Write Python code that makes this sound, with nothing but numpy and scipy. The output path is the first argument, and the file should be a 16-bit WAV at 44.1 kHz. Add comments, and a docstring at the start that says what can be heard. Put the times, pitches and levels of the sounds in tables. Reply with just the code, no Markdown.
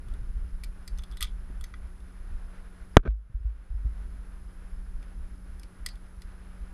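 """Climber clipping a bolt

A climber with a helmet camera clips a carabiner to a bolt on a rock face; struck modes clink and ring.
Head motion shakes the camera mount as a low rumble over shaped-noise wash, a faint hum and a thin whine.
The helmet knocks the rock hard once, with softer bumps, and scrapes, exciting the modes of its shell.
The hard knock overloads the input and the gain control ducks, then recovers."""
import sys
import numpy as np
from scipy import signal
from scipy.fft import rfft, irfft, next_fast_len
from scipy.io import wavfile

SR = 44100
rng = np.random.default_rng(int(sys.argv[2]) if len(sys.argv) > 2 else 0)


def output_pcm(signal):
    """Save a mono or channel-first signal as 16-bit PCM at the path in sys.argv[1].

    Samples are clipped to [-1, 1] before scaling.
    """
    pcm = np.clip(np.atleast_2d(signal).T, -1, 1) * 32767
    wavfile.write(sys.argv[1], SR, np.round(pcm).astype(np.int16))


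N = 296793


def amp(db):
    """Logarithmic level: decibels become an amplitude ratio."""
    return 10 ** (np.asarray(db) / 20)


def evened(x):
    """Normalisation: scales a signal to rms 1."""
    return x / np.sqrt(np.mean(x ** 2) + 1e-20)


def curve(rows):
    """Linear interpolation: a table of start_s and value, read at every sample."""
    return np.interp(np.arange(N) / SR, *np.transpose(rows))


def coloured(points, size):
    """Spectral shaping: white noise is weighted by a table of frequency_hz and relative_db."""
    table_hz, table_db = np.transpose(points)
    whole = next_fast_len(size)
    hz = np.fft.rfftfreq(whole, 1 / SR)
    gain_db = np.interp(np.log(hz + 1), np.log(table_hz + 1), table_db)
    spectrum = rfft(rng.standard_normal(whole)) * amp(gain_db)
    return irfft(spectrum, whole)[:size]


def band(x, lo_hz, hi_hz):
    """Band-pass filtering: keeps the components between two frequencies."""
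    return signal.sosfilt(signal.butter(3, [lo_hz, hi_hz], "band", fs=SR, output="sos"), x)


def add(mix, start_s, sound):
    """Superposition: adds a sound into the mix at its start time."""
    part = mix[round(start_s * SR):][:len(sound)]
    part += sound[:len(part)]


def slow(hz):
    """Random modulation: low-passed noise of rms 1 that varies up to a rate."""
    hop = 256  # samples between random steps
    steps = rng.standard_normal(N // hop + 2)
    cutoff = np.clip(hz * 2 * hop / SR, 1e-3, .9)
    smooth = evened(signal.lfilter(*signal.butter(2, cutoff), steps))
    return np.interp(np.arange(N) / hop, np.arange(len(steps)), smooth)


# spectrum of distant air and self-noise: frequency_hz, relative_db (per Hz)
WASH_SPECTRUM = [(50, -30.5), (110, -13.5), (200, -15.5), (400, -20), (700, -24), (1100, -23.5),
                 (1450, -20.5), (2000, -27.5), (2730, -33.5), (5000, -40.5), (8500, -46), (9900, -38.5),
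                 (12000, -47.5), (15400, -62.5)]
# level of the wash in two bands: start_s, middle_db, low_db
WASH_LEVELS = [(0.0, -64, -61), (0.15, -61.5, -60.5), (0.4, -63.5, -65.5), (0.93, -64, -67.5),
               (1.5, -61.5, -65), (1.87, -63.5, -67), (2.4, -62, -67), (3.1, -62, -67), (3.4, -60, -63),
               (4.0, -63, -64.5), (4.6, -63.5, -68), (5.3, -63, -63.5), (6.3, -63.5, -66.5),
               (6.73, -61.5, -66)]


def wash():
    """Broadband noise: the low and middle bands of shaped noise swell gently, the treble stays steady."""
    noise = coloured(WASH_SPECTRUM, size=N)
    levels = np.array(WASH_LEVELS)
    lower = signal.sosfilt(signal.butter(2, 500, "low", fs=SR, output="sos"), noise)
    upper = signal.sosfilt(signal.butter(2, 4000, "high", fs=SR, output="sos"), noise)
    # the table levels refer to the rms of these two bands
    middle_rms = band(noise, 700, 2500).std()
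    low_rms = band(noise, 220, 410).std()
    middle = (noise - upper - lower) / middle_rms
    middle = middle * amp(curve(levels[:, :2]) + 1.0 * slow(7.3))
    lower = lower / low_rms * amp(curve(levels[:, ::2]) + .8 * slow(8))
    return lower + middle + upper * amp(-62) / middle_rms


# harmonics of the hum: frequency_hz, level_db (rms)
HUM_TONES = [(91.5, -62), (183, -58.5), (274.5, -75), (366, -73.5)]


def hum():
    """Harmonic series: sine partials share one wandering pitch, and each wavers in level."""
    t = np.arange(N) / SR
    warped_s = t + np.cumsum(.002 * slow(1.5)) / SR
    partials = sum(amp(db + .8 * slow(2.4)) * np.sin(2 * np.pi * hz * warped_s) for hz, db in HUM_TONES)
    return np.sqrt(2) * partials  # rms to peak


# whine of the camera electronics: frequency_hz, level_db (rms)
WHINE_TONES = [(10645, -73), (10693, -88), (10740, -91.5), (10788, -92.5), (13189, -95.5)]


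def whine():
    """Pure tones: steady high sines of constant level."""
    t = np.arange(N) / SR
    tones = sum(amp(db) * np.sin(2 * np.pi * hz * t) for hz, db in WHINE_TONES)
    return np.sqrt(2) * tones  # rms to peak


# faint pulsing from the camera: centre_hz, width_hz, level_db (rms), pulse_rate_hz
BUZZ_BAND = (5089.5, 140, -83, 47)


def buzz():
    """Amplitude modulation: regular pulses gate a narrow band of noise."""
    hz, width_hz, db, rate_hz = BUZZ_BAND
    pulses = np.cos(np.pi * rate_hz * np.arange(N) / SR) ** 4
    noise = band(rng.standard_normal(N), hz - width_hz / 2, hz + width_hz / 2)
    return amp(db) * evened(noise * pulses)


# strength of the head motion: start_s, level_db
SHAKE_LEVELS = [(0, -42), (0.12, -34), (0.62, -30), (0.74, -42), (1.0, -35), (1.45, -31), (1.68, -43),
                (1.85, -37), (2.08, -46), (2.25, -36), (2.85, -43), (4.05, -37), (4.5, -38), (5.0, -37),
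                (5.4, -36), (5.7, -42), (5.9, -37), (6.1, -46), (6.25, -38), (6.73, -37.5)]
# spectrum of the head motion: frequency_hz, relative_db (per Hz)
SHAKE_SPECTRUM = [(8, -25.5), (15, -4), (27, 0.5), (43, -2), (60, -4.5), (80, -22), (105, -29), (140, -37),
                  (250, -50.5), (400, -88.5)]
# jolts that set the mount wobbling: start_s, level_db, pitch_hz, t60_s
MOUNT_JOLTS = [(0.06, -34, 115, .08), (0.21, -33, 110, .1), (2.988, 6, 30.3, 0.086), (3.05, -9, 165, .1),
               (3.076, 1, 51.6, 0.32), (3.295, -20, 109.8, .06), (3.343, -3, 44.65, 0.12),
               (3.401, -15, 48.1, .2), (3.445, -8, 52.55, 0.28), (3.70, -15.5, 40.3, 0.21),
               (3.739, -16.5, 47.3, 0.26), (3.845, -12, 52.3, 0.25)]
SHAKE_LUMP_DB, SHAKE_LUMP_HZ = 2.5, 9  # random unevenness of the motion


def mount():
    """Forced and free vibration: head motion drives a rumble, and each jolt leaves a dying wobble."""
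    lumps = amp(SHAKE_LUMP_DB * slow(SHAKE_LUMP_HZ))
    out = evened(coloured(SHAKE_SPECTRUM, size=N) * lumps) * amp(curve(SHAKE_LEVELS))
    t = np.arange(SR // 3) / SR
    onset = 1 - np.exp(-(t / 0.0077) ** 2)
    for start_s, db, hz, t60_s in MOUNT_JOLTS:
        add(out, start_s, amp(db - 60 * t / t60_s) * np.sin(2 * np.pi * hz * t) * onset)
    return out


# helmet against rock: start_s, level_db, contact_ms, direction (+1 or -1)
HELMET_KNOCKS = [(1.5, -36.5, 3, 1), (2.9677, -5, .5, 1), (2.9692, 1.7, .2, -1), (2.9696, 1.7, .2, 1),
                 (2.978, -13.5, 0.45, -1), (3.295, -32, 6, 1), (3.341, -27, 6, 1), (3.443, -32, 5.3, 1),
                 (3.857, -27, 4.8, 1)]
# modes of helmet and camera case: frequency_hz, level_db, t60_s
SHELL_MODES = [(122, -4, 0.056), (260, -0.5, .03), (399.7, -2, 0.025), (620, -6.5, 0.013), (1293, -3, .014),
               (1520, -2, .016), (2250, -7, .008), (3280, -14.5, 0.006), (5400, -22, .005)]
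# pressure shove of the hard knock: start_s, level_db, reversal_ms (time to the change of sign)
PRESSURE_SHOVE = (2.970, 16.37, 2.7)
# grit snapping: start_s, level_db
GRIT_TICKS = [(3.002, -33), (3.036, -33), (3.085, -30), (3.092, -34), (3.102, -37), (3.107, -31),
              (3.12, -37)]
# scraping contact: start_s, length_s, level_db
GRIT_SCRAPES = [(2.9695, .004, -24), (2.982, .014, -44), (3.025, .02, -50), (3.046, .032, -33)]
SCRAPE_RISE_S, SCRAPE_FALL_S = .004, 0.0033
GRAINS_PER_S = 2500


def helmet():
    """Modal excitation: knocks and gritty scrapes drive the shell; the hard knock shoves the microphone."""
    force, ticks, pressure = np.zeros(N), np.zeros(N), np.zeros(N)
    for start_s, db, contact_ms, direction in HELMET_KNOCKS:
        blow = np.hanning(int(contact_ms * SR / 1000) + 3)
        add(force, start_s, np.sign(direction) * amp(db) * blow / blow.sum())
    for start_s, db in GRIT_TICKS:
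        add(ticks, start_s, amp(db) * np.hanning(15))
    clock = np.arange(N) / SR
    for start_s, length_s, db in GRIT_SCRAPES:
        rise = np.clip((clock - start_s) / SCRAPE_RISE_S, 0, 1)
        fall = np.exp(-np.maximum(clock - start_s - length_s, 0) / SCRAPE_FALL_S)
        pressure += amp(db) * rise * fall
    grit = rng.standard_normal(N) * (rng.random(N) < GRAINS_PER_S / SR)
    grit = signal.lfilter([.3], [1, -.87], grit)  # a soft edge dulls each grain
    force = force + pressure * grit + amp(-36) * ticks

    t = np.arange(6000) / SR
    shell = sum(amp(db - 60 * t / t60_s) * np.sin(2 * np.pi * hz * t) for hz, db, t60_s in SHELL_MODES)
    ringing = signal.oaconvolve(force, shell)[:N]
    out = ringing + amp(-12) * force + ticks  # some of the contact is heard directly

    start_s, db, reversal_ms = PRESSURE_SHOVE
    u = t * 1000 / reversal_ms
    add(out, start_s, amp(db) * (1 - u) * np.exp(-u / 1.1) * (1 - np.exp(-t / 0.00019)))
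    return out


# metal rubbing on metal: start_s, length_s, level_db (rms before the swell), centre_hz
METAL_SLIDES = [(1.125, .05, -63, 3400), (1.172, .045, -60, 3800), (1.262, .06, -61, 3350),
                (5.885, .07, -58, 4600)]
SLIDE_WIDTH = 1.09  # band edges as a ratio to the centre


def slides():
    """Sliding friction: each short rub of metal is a swell of noise in a narrow band."""
    out = np.zeros(N)
    for start_s, length_s, db, hz in METAL_SLIDES:
        size = int(length_s * SR)
        hiss = evened(band(rng.standard_normal(size), hz / SLIDE_WIDTH, hz * SLIDE_WIDTH))
        swell = np.sin(np.pi * (np.arange(size) / size) ** .45) ** 2
        add(out, start_s, amp(db) * hiss * swell)
    return out


# touches of the gear: start_s, level_db, low_pitch_hz, low_lift_db, middle_pitch_hz, treble_lift_db,
# ring_db (ring against rattle)
GEAR_TOUCHES = [(0.0837, -48, 1300, 3, 3060, -7, -7), (0.137, -46.5, 1660, -1.5, 3570, -5, -4),
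                (0.636, -35, 2320, 5, 5030, -5, -4), (0.643, -36, 1940, -2, 4720, -4, -6),
                (0.8767, -33.5, 1960, -3, 4730, -5, -4), (0.8814, -41.5, 2090, 1, 4690, -7, -6),
                (0.9754, -48, 1370, -1.5, 5000, -9, -3), (0.9852, -40, 1920, -7, 6200, -8.5, -1.5),
                (0.9912, -43.5, 1270, -3, 3500, -10, 1), (1.0216, -51, 2430, 1, 3060, -8, -1),
                (1.036, -39.5, 1240, -7, 3530, -11, -1), (1.1129, -45.5, 1210, -1.5, 4710, -12, -4),
                (1.1214, -46.5, 1340, -1.5, 3430, -7, -4), (1.1706, -37, 1910, -2, 3670, -6, -4),
                (1.2074, -26, 1940, 2.5, 3450, -3.5, -4), (1.2167, -26, 1250, -3, 3340, -10, -4),
                (1.2258, -15.5, 2000, -3, 3370, -4.5, -5), (1.2332, -29, 1250, 0.1, 4400, -12.5, -4),
                (1.2424, -30.5, 2160, -3, 3480, -9, -2), (1.2514, -40, 1510, 1, 3280, -12, 1),
                (1.269, -49, 2460, 4, 3310, -17, 1), (1.6106, -40, 1300, 1, 3470, -3, -4),
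                (1.6401, -34.5, 1840, 3, 5900, -10, -4), (1.7392, -47, 1650, 12, 3700, -25, 4),
                (2.0027, -55, 1450, -1.5, 3500, -10, -5), (5.0275, -49, 1500, 3, 2400, -18, 0),
                (5.5958, -45, 1507, -12, 5370, 1.5, -4.5), (5.632, -41.5, 2450, -1.5, 4800, -10, -4),
                (5.862, -20.5, 1950, -3, 4650, -3.5, -3.5), (5.8824, -53, 2020, -1.5, 4400, -6, -4),
                (5.887, -35, 1943, -4, 4980, -10, -4), (5.9549, -52, 1527, -2, 3520, -9, -3.5),
                (6.2189, -41.5, 1945, -2, 5000, -9, -2)]
# modes of carabiner, gate and hanger: frequency_hz, level_db, free_t60_s
METAL_MODES = [(1246, 0, 0.069), (1440, -7.5, 0.065), (1967, -4, 0.11), (2330, -3.5, 0.07),
               (3020, -6.5, .07), (3365, -2, 0.092), (3550, -3, 0.086), (4400, -0.5, 0.06), (4800, -4, .08),
               (5170, -2.5, 0.074), (5360, -4.5, .05), (6240, 1, 0.057), (7400, -12, 0.055),
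               (8060, -1.5, 0.043), (8610, -2.5, .07), (8770, -6, .07), (10840, 0.5, 0.037),
               (12600, -8, .04)]
# spectrum of the rattle: frequency_hz, relative_db
RATTLE_SPECTRUM = [(800, -39), (1200, -5.5), (1800, -18.5), (2600, -3.5), (4500, -1.5), (6200, -11.5),
                   (9000, 1.5), (13000, -6.5), (16000, -25)]
RATTLE_T60_S, GRIP_SHARE = 0.024, 0.35  # the grip leaves this share of the free ring time
TREBLE_HZ = 7000  # the treble lift acts above this


def clinks():
    """Modal synthesis: a touch rattles and rings the gear; the spot touched favours two pitches."""
    out, t = np.zeros(N), np.arange(2816) / SR
    f, mode_db, free_t60_s = np.transpose(METAL_MODES)[:, :, None]
    for start_s, db, low_hz, low_db, mid_hz, treble_db, ring_db in GEAR_TOUCHES:
        colour = []
        for hz, level_db in RATTLE_SPECTRUM:
            tilt_db = treble_db * (hz > TREBLE_HZ) - 4.0 * abs(np.log2(hz / mid_hz)) * (hz < TREBLE_HZ)
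            colour.append((hz, level_db + tilt_db))
        rattle = 0.43 * evened(coloured(colour, size=len(t))) * amp(-60 * t / RATTLE_T60_S)

        # modes weaken with their distance in octaves from the favoured pitches, down to a floor
        near_low_db = low_db - 24 * abs(np.log2(f / low_hz))
        near_mid_db = -40 * abs(np.log2(f / mid_hz))
        floor_db = -14 - 9 * (f < 1700)
        near_db = np.maximum(np.maximum(near_low_db, near_mid_db), floor_db)
        near_db = np.where(f > TREBLE_HZ, treble_db - 2.5, near_db)
        near_db = near_db + 1.5 * rng.standard_normal(f.shape)
        dying = amp(mode_db + near_db - 60 * t / (GRIP_SHARE * free_t60_s))
        # loose parts chatter: each mode's level varies at random
        jangle = signal.resample(rng.standard_normal((len(METAL_MODES), 32)), len(t), axis=1)
        chatter = 0.79 + 0.55 * jangle * (1 - np.exp(-t / .006))
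        tones = np.sin(2 * np.pi * (f * t + rng.random(f.shape)))
        ring = (dying * chatter * tones).sum(0)
        onset = 1 - np.exp(-t / 0.00054)
        add(out, start_s, amp(db) * (rattle + amp(ring_db) * ring) * onset)
    return out + rock_echo(out)


def rock_echo(x):
    """Diffuse reflection: rough rock returns a faint, decaying smear of the sound after 4 ms."""
    t = np.arange(SR // 6) / SR
    echo = evened(band(rng.standard_normal(len(t)), 1300, 7000)) * amp(-60 * t / 0.16) * (t > .004)
    return amp(-18.5) * signal.oaconvolve(x, echo / np.linalg.norm(echo))[:N]


def scene():
    """Superposition: the pressures of all sources add at the microphone."""
    background = wash() + hum() + whine() + buzz()
    return (background + mount() + helmet() + slides() + clinks())[None]


def record(dry):
    """Dynamic compression: gain follows the peaks a little late, so the knock clips; then a low-pass."""
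    peak_db = np.minimum(20 * np.log10(abs(dry[0]) + 1e-9), 5.5)  # the detector saturates
    fall_db = np.arange(N) * 17.5 / SR  # recovers this many dB a second
    held_db = np.maximum.accumulate(peak_db + fall_db) - fall_db
    over_db = np.maximum(held_db + 12.5, 0)  # threshold at -12.5 dB
    lag = np.exp(-1 / (0.0076 * SR))  # 7.6 ms time constant
    ducked = dry * amp(-signal.lfilter([1 - lag], [1, -lag], over_db))
    taps = signal.firwin(511, 15500, window=("kaiser", 9), fs=SR)
    return signal.oaconvolve(np.clip(ducked, -1, 1), taps[None], "same")


dry = scene()
out = record(dry)
output_pcm(out)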